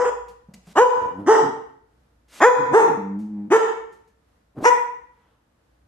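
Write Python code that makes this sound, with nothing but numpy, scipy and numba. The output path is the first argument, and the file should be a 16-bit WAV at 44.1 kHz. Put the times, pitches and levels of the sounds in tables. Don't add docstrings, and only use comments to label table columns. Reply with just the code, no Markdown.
import sys
import numpy as np
from scipy import signal
from scipy.fft import rfft, irfft, next_fast_len
from scipy.io import wavfile
from scipy.ndimage import uniform_filter1d, minimum_filter1d, map_coordinates
from numba import njit

SR = 44100
rng = np.random.default_rng(int(sys.argv[2]) if len(sys.argv) > 2 else 0)


def wav_record(signal):
    frames = np.transpose(np.atleast_2d(signal))
    bounded = np.clip(frames, -1, 1)
    quanta = np.round(bounded * 32767).astype(np.int16)
    wavfile.write(sys.argv[1], SR, quanta)


N = 258867
LEAD_SAMPLES = SR // 8
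T = np.arange(-LEAD_SAMPLES, N) / SR
TOP_HZ = 13300

# start in seconds, swoop in seconds, hold in seconds, die-away in seconds, top pitch in Hz,
# level in dB, mouth opening in the swoop, mouth opening at the crest (0 woof, 1 yap, more a shriller yelp),
# overtone edge in dB, roughness at the crest 0-1, treble toward the phone in dB, lead of the left port in ms.
BARKS = [ (-.075, 0.064, .04, 0.054, 494.7, -19.5, 0.59, 0.12, -2, 0.4, 0, -0.011),
         (.028, .042, .024, 0.025, 484.8, -19, 1.2, .03, 1, .33, 0.5, -0.097),
         (0.753, 0.071, 0.0093, .04, 499.3, 1, 1.02, 0.54, -3, 0.15, -1.5, 0.091),
         (1.26, .052, .004, .14, 451.7, -3, 0.25, 0.52, -2.5, 0.25, 0, -0.069),
         (2.401, .074, 0.0091, 0.045, 496.2, 3, 1.02, 0.44, 1, 0.16, -1, 0.044),
         (2.719, 0.053, .006, 0.14, 460, -3.5, 0.48, 0.28, 0.5, 0.19, -1, 0.16),
         (3.5, .042, .024, 0.051, 452.3, -4, .15, 0, 6.5, 0.34, 0, 0.1),
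         (4.634, 0.034, .024, 0.019, 487.6, -8, 1.64, 1.26, -6.5, 0.075, 6, 0.19)]
# start in seconds, swell in seconds,
# fade in seconds, first pitch in Hz, last pitch in Hz, level at the crest in dB, lips parted 0-1, roughness 0-1.
GROWLS = [ (0.892, 0.15, .11, 152.5, 72.3, -39.5, 1, .7),
          (1.109, 0.091, 0.14, 86.6, 115.2, -31.5, 0.63, .22),
          (1.406, 0.044, .11, 172, 109.2, -31, 0.36, .4), (2.551, 0.049, 0.089, 161.4, 117, -26, 0.97, .35),
          (2.66, 0.072, 0.01, 113.3, 153, -29.5, 0.8, .15), (2.818, 0.09, 0.14, 204.4, 100, -33, 0.95, .4),
          (4.548, .04, .045, 109.5, 166, -38.5, 0.93, 1),
          (4.596, 0.0342, 0.0241, 173.5, 411, -24, 0.98, 0.37)]
# time in seconds, pitch in Hz, level in dB before HUM_TRIM_DB.
HUM = [(2.97, 100.3, -33), (2.994, 103.5, -31), (3.024, 97.1, -33), (3.164, 99.7, -28), (3.214, 106, -27.5),
       (3.278, 106, -33.5), (3.398, 102.8, -27), (3.452, 102, -29.5), (3.485, 105.5, -35)]
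# frequency in Hz, relative gain in dB.
WOOF_THROAT = [(100, -14.5), (250, 15.5), (440, -2), (650, -10), (950, -13), (1350, -21), (1850, -23.5),
               (2300, -42), (3000, -42), (4300, -55.5), (6500, -39), (9500, -56.5), (13000, -61.5)]
YAP_THROAT = [(100, -30), (250, -5.5), (440, -6), (720, -2.5), (880, -7.5), (1050, 0), (1350, -11.5),
              (1850, -10), (2300, -24), (3000, -31), (4300, -44), (6500, -28.5), (9500, -47.5),
              (13000, -52)]
# frequency in Hz, relative gain in dB.
MUZZLE = [(60, -20.5), (104, -19.5), (140, -10), (208, 9), (305, -6.5), (420, -27), (570, -42.5),
          (860, -28), (1150, -48), (2500, -53.5), (6000, -72)]
SNARL = [(60, -17.5), (95, -6.5), (140, -4), (205, -10), (295, 0), (430, -11.5), (600, -16.5), (900, -20.5),
         (1400, -25.5), (2500, -51.5), (6000, -62)]
# frequency in Hz, relative density in dB per Hz.
RASP = [(30, -62.5), (130, -25), (350, -18), (600, -7.5), (850, 8.5), (1300, 0), (1850, -0.5), (2300, -18),
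        (3500, -19), (4400, -39), (5200, -22), (7200, -18), (8400, -26.5), (9500, -38.5), (12800, -37)]
GRUFF = [(30, -49.5), (90, -13.5), (200, 0), (420, -1), (650, -4.5), (900, -14), (1500, -26.5),
         (6000, -43.5)]
# start in seconds, pad thud in dB and claw in dB (noise before its envelope),
# claw slide (decay time) in seconds.
STEPS = [(.28, -58.5, -51, 0.022), (.485, -42, -74, .01), (0.537, -47, -36, 0.0064),
         (0.669, -38, -48, 0.0063), (3.186, -63.5, -59.5, 0.047), (3.921, -68.5, -60, 0.032),
         (4.073, -65, -65, 0.019)]
# start in seconds, end in seconds, end level in dB.
PUFFS = [(0.626, 0.733, -54.5), (2.279, 2.403, -44.5), (4.609, 4.666, -41.5)]
# frequency in Hz, relative density in dB per Hz.
PUFF_SPECTRUM = [(40, -43.5), (200, 2), (900, 0), (2000, 2), (3200, 0), (5000, -2), (8000, -3),
                 (12500, -11)]
# start in seconds, end in seconds, peak level in dB.
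RUSTLE_SWELL = (5.07, 5.43, -69)
# frequency in Hz, relative density in dB per Hz.
RUSTLE_SPECTRUM = [(150, -1), (700, -2), (1300, 1), (2000, -9), (3300, -11), (5000, -26), (12000, -30)]
# frequency in Hz, t60 in seconds.
KITCHEN_T60 = [(150, 0.76), (480, 0.55), (1000, 0.5743), (2000, 0.6219), (5000, 0.5066), (11000, 0.42)]
# frequency in Hz, echo in dB.
KITCHEN_COLOUR = [(100, -6.5), (220, -9), (460, -4), (950, 0), (1600, -6), (3200, -2.5), (6500, -4.5),
                  (12000, -7.5)]
# frequency in Hz, relative density in dB per Hz.
AIR_SPECTRUM = [(15, -61), (25, -34.5), (36, -16.5), (59, -6), (203, -14.5), (325, -13), (400, -29.5),
                (433, -15), (625, -21.5), (1030, -23.5), (1730, -27.5), (2310, -33.5), (13000, -45)]
# time in seconds, level in dB.
DRONE_LEVEL = [(0, -59), (.5, -62.5), (1.9, -64.5), (2.3, -65.5), (4.1, -72), (4.5, -69), (5.7, -71.5),
               (5.8, -68), (5.85, -54.5)]

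START_HZ, ONSET_DB, RELEASE_DB, SAG_S = 184.5, -34, -34.5, .15
SWELL_POWER, SWOOP_POWER = 2.196, 1.75
RELEASE_POWER = 0.79
JAW_TURN = .66
JAW_MOVE_S, SLACK_MOUTH = 0.012, 0.29
BREAK_S = 0.027
BREAK_DB = -17.5
ONSET_ROUGH, DYING_ROUGH = .75, .9
RASP_DB, GRUFF_DB = -2.5, 0.5
GROWL_ENDS_DB = -20
HUM_TRIM_DB, HUM_PARTED, HUM_ROUGH = 0.5, .1, 0.02
AIR_DB = -64


def bark(row, jitter=.07, shimmer=0.097, open_rasp_db=3):
    (start, swoop_s, hold_s, die_s, top_hz, db, swoop_mouth, crest_mouth,
     edge_db, crest_rough, facing_db, lead_ms) = row
    t, fade = span(start, start + swoop_s + hold_s + die_s)
    hz, effort_db, mouth, rough = bark_gesture(
        t - start, swoop_s, hold_s, die_s, top_hz, swoop_mouth, crest_mouth, crest_rough)

    def throat_db(f):
        blended = (1 - mouth) * at(WOOF_THROAT, f) + mouth * at(YAP_THROAT, f)
        return blended + edge_db * np.clip((f - 1000) / 350, 0, 1)

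    shaken_hz = hz * (1 + jitter * rough * wobble(t, 350))
    tone, gate = folds(shaken_hz, throat_db, count=30)
    tone = tone * (1 + shimmer * rough * wobble(t, 300))
    rasp = undb(RASP_DB + open_rasp_db * mouth) * rough * gate * noise(RASP, len(t))
    voice = undb(db + effort_db) * (tone + rasp)
    return t[0], fade * scatter(voice, facing_db, lead_ms)


def bark_gesture(age, swoop_s, hold_s, die_s, top_hz, swoop_mouth, crest_mouth, crest_rough):
    to_go = np.clip(1 - age / swoop_s, 0, 1)
    dying_s = np.maximum(age - swoop_s - hold_s, 0)
    sag = np.minimum(dying_s / SAG_S, 1) ** 2
    hz = top_hz - (top_hz - START_HZ) * (to_go ** SWOOP_POWER + sag)
    swell_db = ONSET_DB * to_go ** SWELL_POWER
    effort_db = swell_db + RELEASE_DB * (dying_s / die_s) ** RELEASE_POWER
    mouth = blend(swoop_mouth, crest_mouth, (age - JAW_TURN * swoop_s) / JAW_MOVE_S + .5)
    mouth = blend(mouth, SLACK_MOUTH, dying_s / BREAK_S)
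    rough = blend(crest_rough, ONSET_ROUGH, swell_db / BREAK_DB)
    rough = blend(rough, DYING_ROUGH, dying_s / BREAK_S)
    return hz, effort_db, np.clip(mouth, 0, 1.7), np.clip(rough, .05, 1)


def folds(hz, shape_db, count):
    phase = 2 * np.pi * np.cumsum(hz) / SR
    k = np.arange(1, count + 1)[:, None]
    gain = undb(shape_db(k * hz)) * (k * hz < TOP_HZ)
    lag = rng.uniform(0, 2 * np.pi, (count, 1))
    harmonics = np.sum(gain * np.cos(k * phase - lag), axis=0)
    rms = np.sqrt(np.sum(gain ** 2, axis=0) / 2)
    return harmonics / rms, unit(1 + 0.51 * np.cos(phase))


def scatter(x, facing_db, lead_ms, split_hz=2150, spread_s=0.002, apart=0.84):
    low, high = (signal.sosfilt(signal.butter(6, split_hz, kind, fs=SR, output="sos"), x)
                 for kind in ("low", "high"))
    t = np.arange(SR // 80) / SR
    shared = rng.standard_normal(len(t))
    smear = (shared + apart * rng.standard_normal((2, len(t)))) * np.exp(-t / spread_s)
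    smear = smear / np.linalg.norm(smear, axis=1, keepdims=True)
    smeared = signal.fftconvolve(high[None], smear, axes=1)[:, :len(x)]
    left, right = low + undb(facing_db) * smeared
    i = np.arange(len(x))
    lead_samples = lead_ms * SR / 1000
    return np.array([left, np.interp(i - lead_samples, i, right)])


def growl(t, fade, hz, db, parted, rough, jitter=0.15, shimmer=0.93):
    parted, rough = np.clip(parted, 0, 1), np.clip(rough, 0, 1)

    def throat_db(f):
        return (1 - parted) * at(MUZZLE, f) + parted * at(SNARL, f)

    shaken_hz = hz * (1 + jitter * rough * wobble(t, 110))
    tone, gate = folds(shaken_hz, throat_db, count=24)
    tone = tone * (1 + shimmer * rough * wobble(t, 90))
    gruff = undb(GRUFF_DB) * rough * gate * noise(GRUFF, len(t))
    return t[0], fade * undb(db) * (tone + gruff)


def growl_gesture(start, swell_s, fade_s, first_hz, last_hz, db):
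    t, fade = span(start, start + swell_s + fade_s)
    crest = start + swell_s
    from_crest = np.maximum((crest - t) / swell_s, (t - crest) / fade_s)
    return t, fade, np.geomspace(first_hz, last_hz, len(t)), db + GROWL_ENDS_DB * from_crest


def puff(start, end, db):
    t, fade, swell_db = controls([(start, -22), ((start + end) / 2, -4), (end, 0)])
    return undb(db + swell_db) * fade * noise(PUFF_SPECTRUM, len(t))


def step(thud_db, claw_db, slide_s, thud_s=0.036):
    t = np.arange(SR // 4) / SR
    pad = noise([(50, -28.0), (130, -15.0), (190, 7.5), (240, -8.0), (320, -23.0), (550, -18.5),
                 (1200, -27.0), (4000, -63)], len(t))
    claw = noise([(300, -14.0), (1200, -7.5), (2100, 6.5), (3500, -0.5), (6500, 3.0), (12000, -6)], len(t))
    thud = undb(thud_db) * pad * np.exp(-t / thud_s) * (1 - np.exp(-t / 0.0033))
    tick = undb(claw_db) * claw * np.exp(-t / slide_s) * (1 - np.exp(-t / 0.0053))
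    return thud + tick


def rustle(start, end, db):
    t, fade = span(start, end)
    return undb(db) * np.sin(np.pi * (t - start) / (end - start)) * noise(RUSTLE_SPECTRUM, len(t))


def kitchen(x, first_s=0.01, build_s=0.0013):
    t = np.arange(SR) / SR
    f = np.fft.rfftfreq(SR, 1 / SR)
    centres_hz = np.geomspace(125, 16000, 8)
    spectra = rfft(rng.standard_normal((2, SR))) * undb(at(KITCHEN_COLOUR, f))
    build = np.clip((t - first_s) / build_s, 0, 1)
    echo = 0
    for share, hz in zip(np.eye(len(centres_hz)), centres_hz):
        decay = np.exp(-np.log(1000) * t / at(KITCHEN_T60, hz)) * build
        band = irfft(spectra * at(np.c_[centres_hz, share], f), SR)
        echo = echo + band * decay / np.linalg.norm(decay)
    return signal.fftconvolve(x[None], two_ports(*echo), axes=1)[:, :len(x)]


def house():
    air = two_ports(noise(AIR_SPECTRUM, len(T)), noise(AIR_SPECTRUM, len(T)))
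    air = air * undb(AIR_DB + wobble(T, 7.2))
    drone = noise([(20, -28.5), (45, -31.0), (57, 3.0), (70, -14.5), (120, -19.5), (250, -53.0),
                   (1000, -90.5)], len(T))
    return air + drone * undb(np.interp(T, *np.transpose(DRONE_LEVEL)))


def two_ports(mid, side, apart_hz=750):
    wide = signal.sosfilt(signal.butter(2, apart_hz / 2, "high", fs=SR, output="sos"), side)
    return (mid + wide * np.array([[1], [-1]])) / np.sqrt(2)


def undb(db):
    return 10 ** (np.asarray(db) / 20)


def unit(x):
    return x / np.sqrt(np.mean(x ** 2) + 1e-18)


def blend(a, b, share):
    return a + (b - a) * np.clip(share, 0, 1)


def at(points, hz):
    f, value = np.transpose(points)
    return np.interp(np.log(np.maximum(hz, 1)), np.log(f), value)


def colour(x, points):
    size = next_fast_len(x.shape[-1] + 2048)
    gain = undb(at(points, np.fft.rfftfreq(size, 1 / SR)))
    return irfft(rfft(x, size) * gain, size)[..., :x.shape[-1]]


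def noise(points, size):
    return unit(colour(rng.standard_normal(size), points))


def wobble(t, rate_hz):
    knots = rng.standard_normal(int((t[-1] - t[0]) * rate_hz) + 4)
    return map_coordinates(knots, [(t - t[0]) * rate_hz], order=3, mode="nearest")


def span(start, end):
    t = T[(T >= start) & (T <= end)]
    return t, np.clip(np.minimum(t - t[0], t[-1] - t) / .004, 0, 1)


def controls(rows):
    s, *columns = np.transpose(rows)
    t, fade = span(s[0], s[-1])
    return [t, fade] + [np.interp(t, s, c) for c in columns]


def add(out, start, x):
    i = max(int(round(start * SR)) + LEAD_SAMPLES, 0)
    out[:, i:i + x.shape[-1]] += x[..., :len(T) - i]


def scene():
    dog = np.zeros((2, len(T)))
    for row in BARKS:
        add(dog, *bark(row))
    for *gesture, parted, rough in GROWLS:
        add(dog, *growl(*growl_gesture(*gesture), parted, rough))
    t, fade, hum_hz, hum_db = controls(HUM)
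    add(dog, *growl(t, fade, hum_hz, hum_db + HUM_TRIM_DB, HUM_PARTED, HUM_ROUGH))
    for start, thud_db, claw_db, slide_s in STEPS:
        add(dog, start, step(thud_db, claw_db, slide_s))
    for start, end, db in PUFFS:
        add(dog, start, puff(start, end, db))
    add(dog, RUSTLE_SWELL[0], rustle(*RUSTLE_SWELL))
    return (dog + kitchen(dog[0]) + house())[:, LEAD_SAMPLES:]


@njit
def hold(over_db, release_db):
    out, cut = np.empty(len(over_db)), 0.
    for i in range(len(over_db)):
        cut = max(over_db[i], cut - release_db)
        out[i] = cut
    return out


def record(dry, ceiling_db=-2.43, release_db_per_s=62):
    peak_db = 20 * np.log10(np.abs(dry).max(axis=0) + 1e-9)
    over_db = np.maximum(peak_db - ceiling_db, 0)
    gain = undb(-hold(over_db, release_db_per_s / SR))
    gain = uniform_filter1d(minimum_filter1d(gain, size=180), size=180)
    top_cut = signal.ellip(10, .2, 80, TOP_HZ, fs=SR, output="sos")
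    return signal.sosfilt(top_cut, dry * gain)


dry = scene()
out = record(dry)
wav_record(out)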